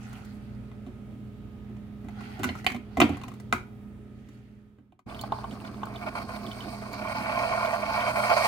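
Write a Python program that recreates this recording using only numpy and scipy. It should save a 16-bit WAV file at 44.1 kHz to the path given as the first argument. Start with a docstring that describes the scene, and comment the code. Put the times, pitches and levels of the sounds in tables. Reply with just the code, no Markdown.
"""A pod coffee maker on a kitchen counter, heard up close over the hum of appliances.
First a hand rubs and bumps the plastic, swings the brew head shut, latches it and presses a button;
each contact rings the head and its hollow housing. Everything fades to silence, then returns at 5 s:
coffee runs into a tumbler, drops plop as they trap bubbles, and spatter and steam
make the nozzle sputter and hiss ever louder."""
import sys
import numpy as np
from scipy import signal
from scipy.fft import rfft, irfft, next_fast_len
from scipy.io import wavfile
from scipy.ndimage import uniform_filter1d

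SR = 44100
rng = np.random.default_rng(int(sys.argv[2]) if len(sys.argv) > 2 else 0)


def transcribe(signal):
    """Save signal, clipped to [-1, 1], as a 16-bit WAV file at the path in sys.argv[1]."""
    frames = np.atleast_2d(signal).T
    limited = np.clip(frames, -1, 1)
    pcm = np.round(limited * 32767).astype(np.int16)
    wavfile.write(sys.argv[1], SR, pcm)


N = 373527
T = np.arange(N) / SR
FADE_FROM_S, BREW_FROM_S, FADE_IN_S = 3.55, 5.06, 0.0095


def undb(db):
    return 10 ** (np.asarray(db) / 20)


def level(x, db):
    return x * undb(db) / np.sqrt(np.mean(x ** 2))


def peak(x, db):
    return x * undb(db) / np.abs(x).max()


def attack_level(x, db):
    """Set the rms of the first 12 ms."""
    return x * undb(db) / np.sqrt(np.mean(x[:SR // 80] ** 2))


def decay(t, t60):
    return np.exp(-np.log(1000) * t / t60)


def add(out, s, x):
    i = int(s * SR)
    out[..., i:i + x.shape[-1]] += x[..., :N - i]


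def on_log(points, hz):
    """Read (Hz, value) points on a log-frequency axis."""
    f, v = np.transpose(points)
    return np.interp(np.log(hz + 1), np.log(f), v)


def highpass(x, hz):
    return signal.sosfilt(signal.butter(2, hz, "high", fs=SR, output="sos"), x)


def band(x, hz, width_hz):
    """Resonance with gain 1 at the centre."""
    return signal.lfilter(*signal.iirpeak(hz, hz / width_hz, SR), x)


def steep_band(x, hz, width_hz):
    return band(band(x, hz, width_hz), hz, width_hz)


def body(x, peaks):
    """Parallel resonances with dark valleys between them, at rms 1."""
    return level(sum(undb(db) * steep_band(x, hz, 1.51 * width) for hz, width, db in peaks), 0)


def walk(rate):
    """Random levels held 1 / rate s and slewed twice; spread near 1."""
    k = int(SR / rate)
    steps = np.repeat(rng.standard_normal(N // k + 1), k)
    return 1.315 * uniform_filter1d(uniform_filter1d(steps, k), k)[:N]


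def restless_body(x, peaks, rate, spread_db):
    """A body whose resonances swell and fade, each at its own moments."""
    out = 0
    for hz, width, db in peaks:
        gain = undb(db + spread_db * walk(rate)[-x.shape[-1]:]) * np.sqrt(width)
        out = out + gain * body(np.roll(x, int(hz), axis=-1), [(hz, width, 0)])
    return level(out, 0)


def grit(per_s, spread_db):
    """Two channels of tiny random impacts of very unequal size."""
    hit = rng.random(N) < per_s / SR
    size = uniform_filter1d(hit * undb(spread_db * rng.exponential(size=N)), 40)
    return (size / size.mean() + 0.95) * rng.standard_normal((2, N))


# room tone spectrum (frequency [Hz], relative level [dB])
RUMBLE_SPECTRUM = [(20, -28), (40, -12), (70, -12.5), (110, -3.5), (160, -11), (230, -5.5), (330, -15.5),
                   (410, -20.5), (545, -25), (1100, -34), (1260, -29.5), (1500, -35.5), (2200, -36),
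                   (5400, -53), (14400, -54)]
def kitchen_rumble():
    """A bed of slowly breathing third-octave noise bands, nearly mono in the bass."""
    out, swell = 0, walk(0.65)
    for hz in 28 * 2 ** np.arange(0, 9.2, 1 / 3):
        mid, side = steep_band(rng.standard_normal((2, N)), hz, hz / 3)
        spread = np.clip(hz / 1000, .2, 1) * np.array([[1], [-1]])
        gain = undb(on_log(RUMBLE_SPECTRUM, hz) + 0.88 * swell + 1.6 * walk(4.1))
        out = out + gain * (mid + spread * side)
    return level(out, -48)


# tones of the appliance drone (pitch [Hz])
HUM_PITCHES = [59.4, 82.8, 102, 120, 207.7, 242, 415, 592, 1248, 1308, 3268, 3682]
# their mix (level [dB])
HUM_LEVELS = [-55, -56, -57, -48, -46.5, -56.5, -60.5, -72.5, -71.5, -75, -85, -86]
def appliance_hum():
    """Motors and mains hold tones that waver slightly in level and pitch."""
    out = 0
    for hz, db in zip(HUM_PITCHES, HUM_LEVELS):
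        gain = np.sqrt(2) * undb(db + 2 * walk(12))
        pitch = hz * (1 + .003 * min(200 / hz, 1) * walk(9))
        out = out + gain * np.sin(2 * np.pi * np.cumsum(pitch) / SR)
    return out


# scrape colour of the plastic in three registers (centre [Hz], width [Hz], level [dB])
SCRAPE_LOW = [(777, 110, 3.5), (1083, 160, -9.5), (1412, 180, -0.5)]
SCRAPE_MID = [(1943, 280, 6), (2500, 720, 1), (3240, 390, -5.5), (4370, 900, -4)]
SCRAPE_TOP = [(6160, 1500, 7.4), (8800, 4700, 5), (12680, 4000, 1)]
# strokes of skin and hinge (peak time [s], swell [s], release [s], level [dB], brightness [dB])
STROKES = [(0.06, 0.45, .7, -56, 2), (0.16, 0.16, 0.11, -61, -6.5), (2.266, 0.19, 0.19, -50.5, -2),
           (2.484, 0.17, 0.1, -47.5, -3), (2.59, 0.074, .08, -55.5, 7.5), (3.138, 0.25, .25, -52, -2.5),
           (4.336, 0.28, .4, -60.5, 4.5)]
def plastic_rub():
    """Stick-slip grit plays through the plastic; each stroke swells and lets go."""
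    drag, out = grit(per_s=1200, spread_db=1.1), 0
    low, mid, top = (restless_body(drag, peaks, rate=30, spread_db=2.8)
                     for peaks in (SCRAPE_LOW, SCRAPE_MID, SCRAPE_TOP))
    for s, swell, release, db, bright_db in STROKES:
        stroke = undb(db - 17 * np.maximum((s - T) / swell, (T - s) / release))
        out = out + stroke * (undb(1.5 - bright_db) * low + mid + undb(bright_db - 11.5) * top)
    return out


def ring(modes, t, weight, decay_scale):
    """Damped modes; every blow lands elsewhere, so their shares, signs and tuning change."""
    hz, db, t60 = np.transpose(modes)[:, :, None]
    share, detune, sign = rng.standard_normal((3, len(modes), 1))
    gain = undb(db + 2 * share) * weight(hz) * np.sign(sign)
    tones = np.sin(2 * np.pi * hz * (1 + 0.012 * detune) * t)
    return (gain * decay(t, decay_scale * t60) * tones).sum(0)


# hits of head, latch and button; the last three columns are relative to the level
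# (time [s], level [dB], pitch [Hz], snap [dB], thud [dB], crack [dB])
LATCH_HITS = [(2.208, -36.5, 729, -12, -1.5, -30), (2.393, -35.5, 740, -13, 10, -19),
              (2.433, -23, 1310, -9, 0, -15), (2.442, -17, 1550, -12.5, -6, -22.5),
              (2.49, -25.5, 734, -6.5, 0.5, -32.5), (2.553, -29, 1310, -22, -6.5, -30),
              (2.645, -28.5, 700, -11.5, -6.5, -25), (2.665, -18, 732, 1, -13.5, -18.5),
              (2.701, -30.5, 783, -9.5, -6, -20.5), (2.719, -30.5, 738, -13.5, -11, -22.5),
              (2.746, -31, 794, -11.5, 4.5, -24.5), (2.971, -18.5, 727, -15, 5, -31.5),
              (3.002, -8.5, 1000, -10.5, -9, -23), (3.016, -6.5, 650, -9.5, 0, -30.5),
              (3.526, -9.5, 1500, -14, -33, -28.5), (3.532, -16.5, 944, -17.5, -8, -31),
              (4.785, -40.5, 980, -16, 10, -32), (4.922, -29.5, 703, -18, -1, -30.5),
              (4.992, -18.5, 953, -19, -12, -31)]
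# joints tick under the hand (time [s], level [dB], relative crack [dB])
JOINT_TICKS = [(0.13, -46, -10.5), (0.249, -53, -6.5), (0.715, -44.5, -35), (1.767, -50.5, -24),
               (2.086, -36.5, -28), (2.763, -39, -20.5), (3.17, -40, -17), (3.215, -37.5, -28),
               (3.236, -33, -24), (3.282, -35.5, -20), (3.317, -43.5, -23.5), (3.339, -48, -13.5),
               (3.4, -42, -16), (4.288, -47, -13)]
# dull bumps on the housing (time [s], thud level [dB])
HOUSING_BUMPS = [(0.865, -30), (1.119, -39), (1.693, -38), (2.045, -33), (3.092, -16.5)]
def blows():
    """Every blow on the machine, in the columns of LATCH_HITS."""
    ticks = [(s, db, 900, -12.5, -5, crack_db) for s, db, crack_db in JOINT_TICKS]
    bumps = [(s, db - 18, 800, -10, 18, -21) for s, db in HOUSING_BUMPS]
    return LATCH_HITS + ticks + bumps


# modes of the brew head and the hollow housing (pitch [Hz], level [dB], t60 before scaling [s])
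HEAD_MODES = [(559, 8, 0.022), (729, 3, 0.057), (970, 6.5, 0.026), (1100, 0.5, 0.015), (1280, 4, 0.023),
              (1450, 3.5, 0.039), (1900, 2, 0.021), (2000, -1.5, 0.036), (2300, -4.5, 0.0086),
              (2362, 2.5, 0.034), (2700, -0.5, 0.02), (3100, -4.5, 0.03), (4000, 0.5, 0.0057),
              (4270, -5, 0.018), (4600, -9, 0.024)]
HOUSING_MODES = [(89, -7.5, 0.4), (155, -13.5, 0.23), (241.8, 1, 0.16), (294, -1.5, 0.17),
                 (363.5, -10, 0.34), (440.4, -16.5, 0.023), (536, -10, 0.055), (655, -10.5, 0.021)]
def plastic_knocks():
    """A rattling contact rings the head low and high, shakes the housing and cracks in the treble."""
    out, t = np.zeros((2, N)), T[:SR // 5]
    split_hz = 1600
    for s, db, hz, snap_db, thud_db, crack_db in blows():
        contact_noise, loose_noise = rng.standard_normal((2, len(t)))
        rattle_t60 = np.clip(0.049 * undb(.3 * thud_db), .004, .1)  # heavier blows rattle longer
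        snap_hz = 2800 * undb(0.13 * snap_db)  # sharper blows snap higher
        left_db = 2 + 1.5 * rng.standard_normal()
        contact = contact_noise * decay(t, rattle_t60) * np.minimum(t / 0.00045, 1)
        contact[:3] += 4  # the first strike stands above the rattle
        shake = loose_noise * np.exp(-t / 0.023)  # loose parts keep the housing rattling
        low = ring(HEAD_MODES, t, lambda f: (f < split_hz) * np.exp(-(np.log(f / hz) / 0.51) ** 2),
                   decay_scale=0.66)
        high = ring(HEAD_MODES, t, lambda f: (f > split_hz) * np.exp(-(np.log(f / snap_hz) / .78) ** 2),
                    decay_scale=0.23)
        housing = ring(HOUSING_MODES, t, np.ones_like, decay_scale=0.6)
        knock = peak(signal.fftconvolve(low, contact)[:len(t)], db)
        snap = attack_level(signal.fftconvolve(high, contact)[:len(t)], db + snap_db)
        thud = peak(signal.fftconvolve(housing, shake)[:len(t)], db + thud_db)
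        thud = highpass(thud, 56)  # cut the deep bass from the thud
        edge = highpass(contact + 0.17 * loose_noise * np.exp(-t / 0.029), 4100)
        crack = attack_level(band(edge, 5400, 10000), db + crack_db)
        add(out, s, (knock + snap + thud + crack) * undb(np.array([[left_db], [-left_db]]) / 2))
    return out


def bubble(t, hz, t60):
    """A bubble rings with a rising pitch as it nears the surface."""
    return np.sin(2 * np.pi * hz * (t + 2.8 * t ** 2)) * decay(t, t60)


def babble():
    """The stream stirs up a quiet crowd of bubbles; the high ones die soonest."""
    out, span_s, bubbles_per_s = np.zeros(N), N / SR - BREW_FROM_S, 220
    count = int(bubbles_per_s * span_s)
    for when, (pitch, size) in zip(rng.random(count), rng.standard_normal((count, 2))):
        hz = 965 * np.exp(.6 * pitch)
        add(out, BREW_FROM_S + when * span_s, undb(2.7 * size) * bubble(T[:SR // 30], hz, t60=14 / hz))
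    return level(out, -52.5)


# drops that trap a bubble (time [s], level [dB], pitch [Hz], t60 [s])
DROP_PLOPS = [(5.237, -23.5, 817, 0.025), (5.321, -15, 867, 0.036), (5.386, -29, 940, 0.059),
              (5.441, -23.5, 902, 0.043), (5.832, -20.5, 910, 0.027), (5.869, -33.5, 1230, 0.024)]
# small splashes on the tumbler wall (time [s], level [dB], pitch [Hz])
WALL_TICKS = [(5.097, -39, 3030), (5.1463, -34.5, 3100), (5.1915, -32, 3200), (5.2118, -31, 4460),
              (5.51, -36, 3140), (5.6485, -41, 3330), (5.855, -44.5, 4600), (5.9588, -35, 3280),
              (6.4642, -32, 3200), (6.514, -32, 3250), (6.606, -32, 3100), (6.9304, -39.5, 4630),
              (7.657, -31, 3170), (8.007, -31, 3040)]
def drops():
    """Drops trap bubbles and stir the air column; splashes tick short and high."""
    out, t, wall_hz = np.zeros(N), T[:SR // 10], 3200
    for s, db, hz, t60 in DROP_PLOPS:
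        impact = rng.standard_normal(len(t)) * np.exp(-t / 0.0019)
        air_column = peak(body(impact, CAVITIES[1:9]), -5.5)
        add(out, s, peak(bubble(t, hz, t60) + air_column, db))
    plop_ticks = [(s, db - 17.5, wall_hz) for s, db, *_ in DROP_PLOPS]
    for s, db, hz in WALL_TICKS + plop_ticks:
        splash = rng.standard_normal(len(t)) * np.exp(-t / .003)
        tick = peak(steep_band(splash, hz, 660), db)
        spray_db = db - 26 + 31 * np.log2(hz / wall_hz)  # higher ticks carry more spray
        add(out, s, tick + attack_level(highpass(splash, 4500), spray_db))
    return out


# resonances of the liquid column (centre [Hz], width [Hz], level [dB])
LIQUID_COLUMN = [(249, 108, 13.5), (426, 310, 0.5)]
# gulp accents (time [s], boost [dB])
GULP_ACCENTS = [(5.32, 4), (6.07, 13.5), (6.24, 10.5), (6.46, 11.5), (6.66, 9.5), (7.21, 7)]
def glug(spatter):
    """Spatter stirs the liquid column into a low, wavering gurgle with short gulps."""
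    gulp_db = sum(boost_db * np.exp(-((T - s) / 0.04) ** 2) for s, boost_db in GULP_ACCENTS)
    db = -50.5 + 3 * walk(12) + gulp_db
    return undb(db[-len(spatter):]) * body(spatter, LIQUID_COLUMN)


# cavities of funnel and tumbler (centre [Hz], width [Hz], level [dB])
CAVITIES = [(514.5, 53, -12), (620.4, 62, -8.5), (679, 60, -1.5), (868, 78, -5), (990, 58, -7),
            (1053, 84, -3.5), (1151, 50, -7.5), (1410, 80, -6), (1487, 53, -13), (1907, 88, -17.5),
            (2035, 134, -13), (2274, 144, -13), (2397, 100, -13.5), (2565, 126, -13), (2812, 156, -20.5),
            (3100, 165, -26)]
def sputter(spatter, flutter_db):
    """Spatter excites fixed cavities, each of which swells at its own moments."""
    mono, out = spatter.sum(0), 0
    for hz, width, db in CAVITIES:
        spread = np.clip(0.43 * (hz - 300) / 600, .2, 0.43)  # long waves reach both sides more alike
        right_lag = int(SR * (.00015 + .0001 * rng.standard_normal()))
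        push = (1 - spread) * np.array([mono, np.roll(mono, right_lag)]) + spread * spatter
        gain = undb(db + 0.5 * flutter_db + 1.68 * walk(25)[-len(mono):]) * np.sqrt(width)
        out = out + gain * body(push, [(hz, width, 0)])
    return level(out, 0)


# notches between the cavities (centre [Hz], width [Hz], depth [0-1])
NOTCHES = [(453, 79, 0.53), (782, 88, 0.95), (1264, 100, 0.43), (1680, 230, 0.5), (3480, 520, 0.58),
           (7520, 820, 0.4)]
def side_chambers(x):
    """Side chambers swallow narrow bands."""
    for hz, width, depth in NOTCHES:
        x = x - depth * band(x, hz, width)
    return x


# fader ride of coffee and steam (time [s], sputter level [dB], hiss level [dB])
FLOW_RIDE = [(5.06, -70.5, -82), (5.089, -44.5, -58), (5.26, -49, -57.5), (5.78, -54.5, -61),
             (5.91, -45, -59.5), (6.3, -46, -54.5), (6.75, -42.5, -51), (6.84, -48.5, -56),
             (7.05, -33, -51), (7.22, -29, -46.5), (7.65, -26.5, -45.5), (7.8, -33, -48), (8.07, -23, -41),
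             (8.25, -25, -40), (8.47, -21, -34.5)]
# the nozzle spits, or falters on a negative boost (time [s], length [s], boost [dB])
SPITS = [(5.278, .035, -20), (5.639, 0.038, 11.5), (6.009, 0.035, 8.5), (6.06, 0.032, 13.5),
         (6.092, 0.036, 0), (6.149, 0.041, 14), (6.195, 0.033, 9), (6.238, 0.042, -6), (6.284, 0.087, 8.5),
         (6.813, 0.074, 6.5), (6.93, 0.016, 10.5), (7.129, 0.018, -6.5), (7.724, 0.045, 4.5),
         (8.116, 0.038, -10), (8.204, 0.014, -5), (8.291, 0.047, 4.5), (8.363, 0.02, 5.5),
         (8.445, 0.011, 4.5)]
# steam colour (centre [Hz], width [Hz], level [dB])
STEAM_BANDS = [(4444, 790, 5.5), (4790, 700, -6.5), (5840, 2200, -7), (8600, 1370, -4), (11500, 1500, -14),
               (13300, 7000, -13.5)]
def nozzle():
    """Coffee and steam leave the nozzle in gushes: sputter and hiss build over a low glug."""
    out, start, ramp_s = np.zeros((2, N)), int(BREW_FROM_S * SR), 0.0054
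    t = T[start:]
    times, *rides = np.transpose(FLOW_RIDE)
    sputter_db, hiss_db = (np.interp(t, times, ride, left=-120) for ride in rides)
    gush_db = sum(boost_db * np.interp(t, [s, s + ramp_s, s + length, s + length + ramp_s], [0, 1, 1, 0])
                  for s, length, boost_db in SPITS)
    spatter = grit(per_s=1100, spread_db=1.5)[:, start:]
    flutter_db = walk(45)[start:]
    coffee = undb(sputter_db + gush_db) * sputter(spatter, flutter_db)
    jet = rng.standard_normal(spatter.shape) + 0.72 * spatter
    steam = restless_body(jet, STEAM_BANDS, rate=35, spread_db=1.8)
    hiss = undb(hiss_db + 0.44 * gush_db + flutter_db) * steam
    out[:, start:] = side_chambers(coffee + hiss) + glug(spatter.sum(0))
    return out


def room(x):
    """Each side hears the source, its own echoes off counter and wall, and the kitchen's tail."""
    t, near_db, tail_db = T[:SR // 2], 0.5, -10
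    near = level(rng.standard_normal((2, len(t))) * decay(t, t60=0.029), near_db)
    tail = level(band(rng.standard_normal((2, len(t))), 1400, 6400) * decay(t, t60=0.27), tail_db)
    echoes = highpass(near + tail, 500) / np.sqrt(len(t))
    return (x + signal.fftconvolve(x, echoes, axes=1)[:, :N]) / np.sqrt(1 + undb(near_db) ** 2)


def scene():
    """The handling fades straight to silence; the brewing comes in on a quick fade."""
    fade = np.interp(T, [FADE_FROM_S, BREW_FROM_S, BREW_FROM_S + FADE_IN_S], [1, 0, 1])
    bed = kitchen_rumble() + appliance_hum()
    return fade * (bed + room(plastic_knocks() + drops() + babble()) + plastic_rub() + nozzle())


# stereo balance (frequency [Hz], left minus right [dB])
BALANCE = [(60, -9), (110, 3.5), (200, -5.5), (380, -4.0), (700, -8), (1290, 0), (2380, -2.5), (4400, -3.5),
           (8120, -3.5), (15000, 0.5)]
def record(dry):
    """The right microphone faces the machine and hears more; peaks are rounded and the top is cut."""
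    n = next_fast_len(N)
    left_db = on_log(BALANCE, np.arange(n // 2 + 1) * SR / n)
    stereo = irfft(rfft(dry, n) * undb(np.array([left_db, -left_db]) / 2), n)[:, :N]
    top_cut = signal.ellip(8, .2, 40, 15900, fs=SR, output="sos")
    return signal.sosfilt(top_cut, np.tanh(stereo / 2) * 2)


dry = scene()
out = record(dry)
transcribe(out)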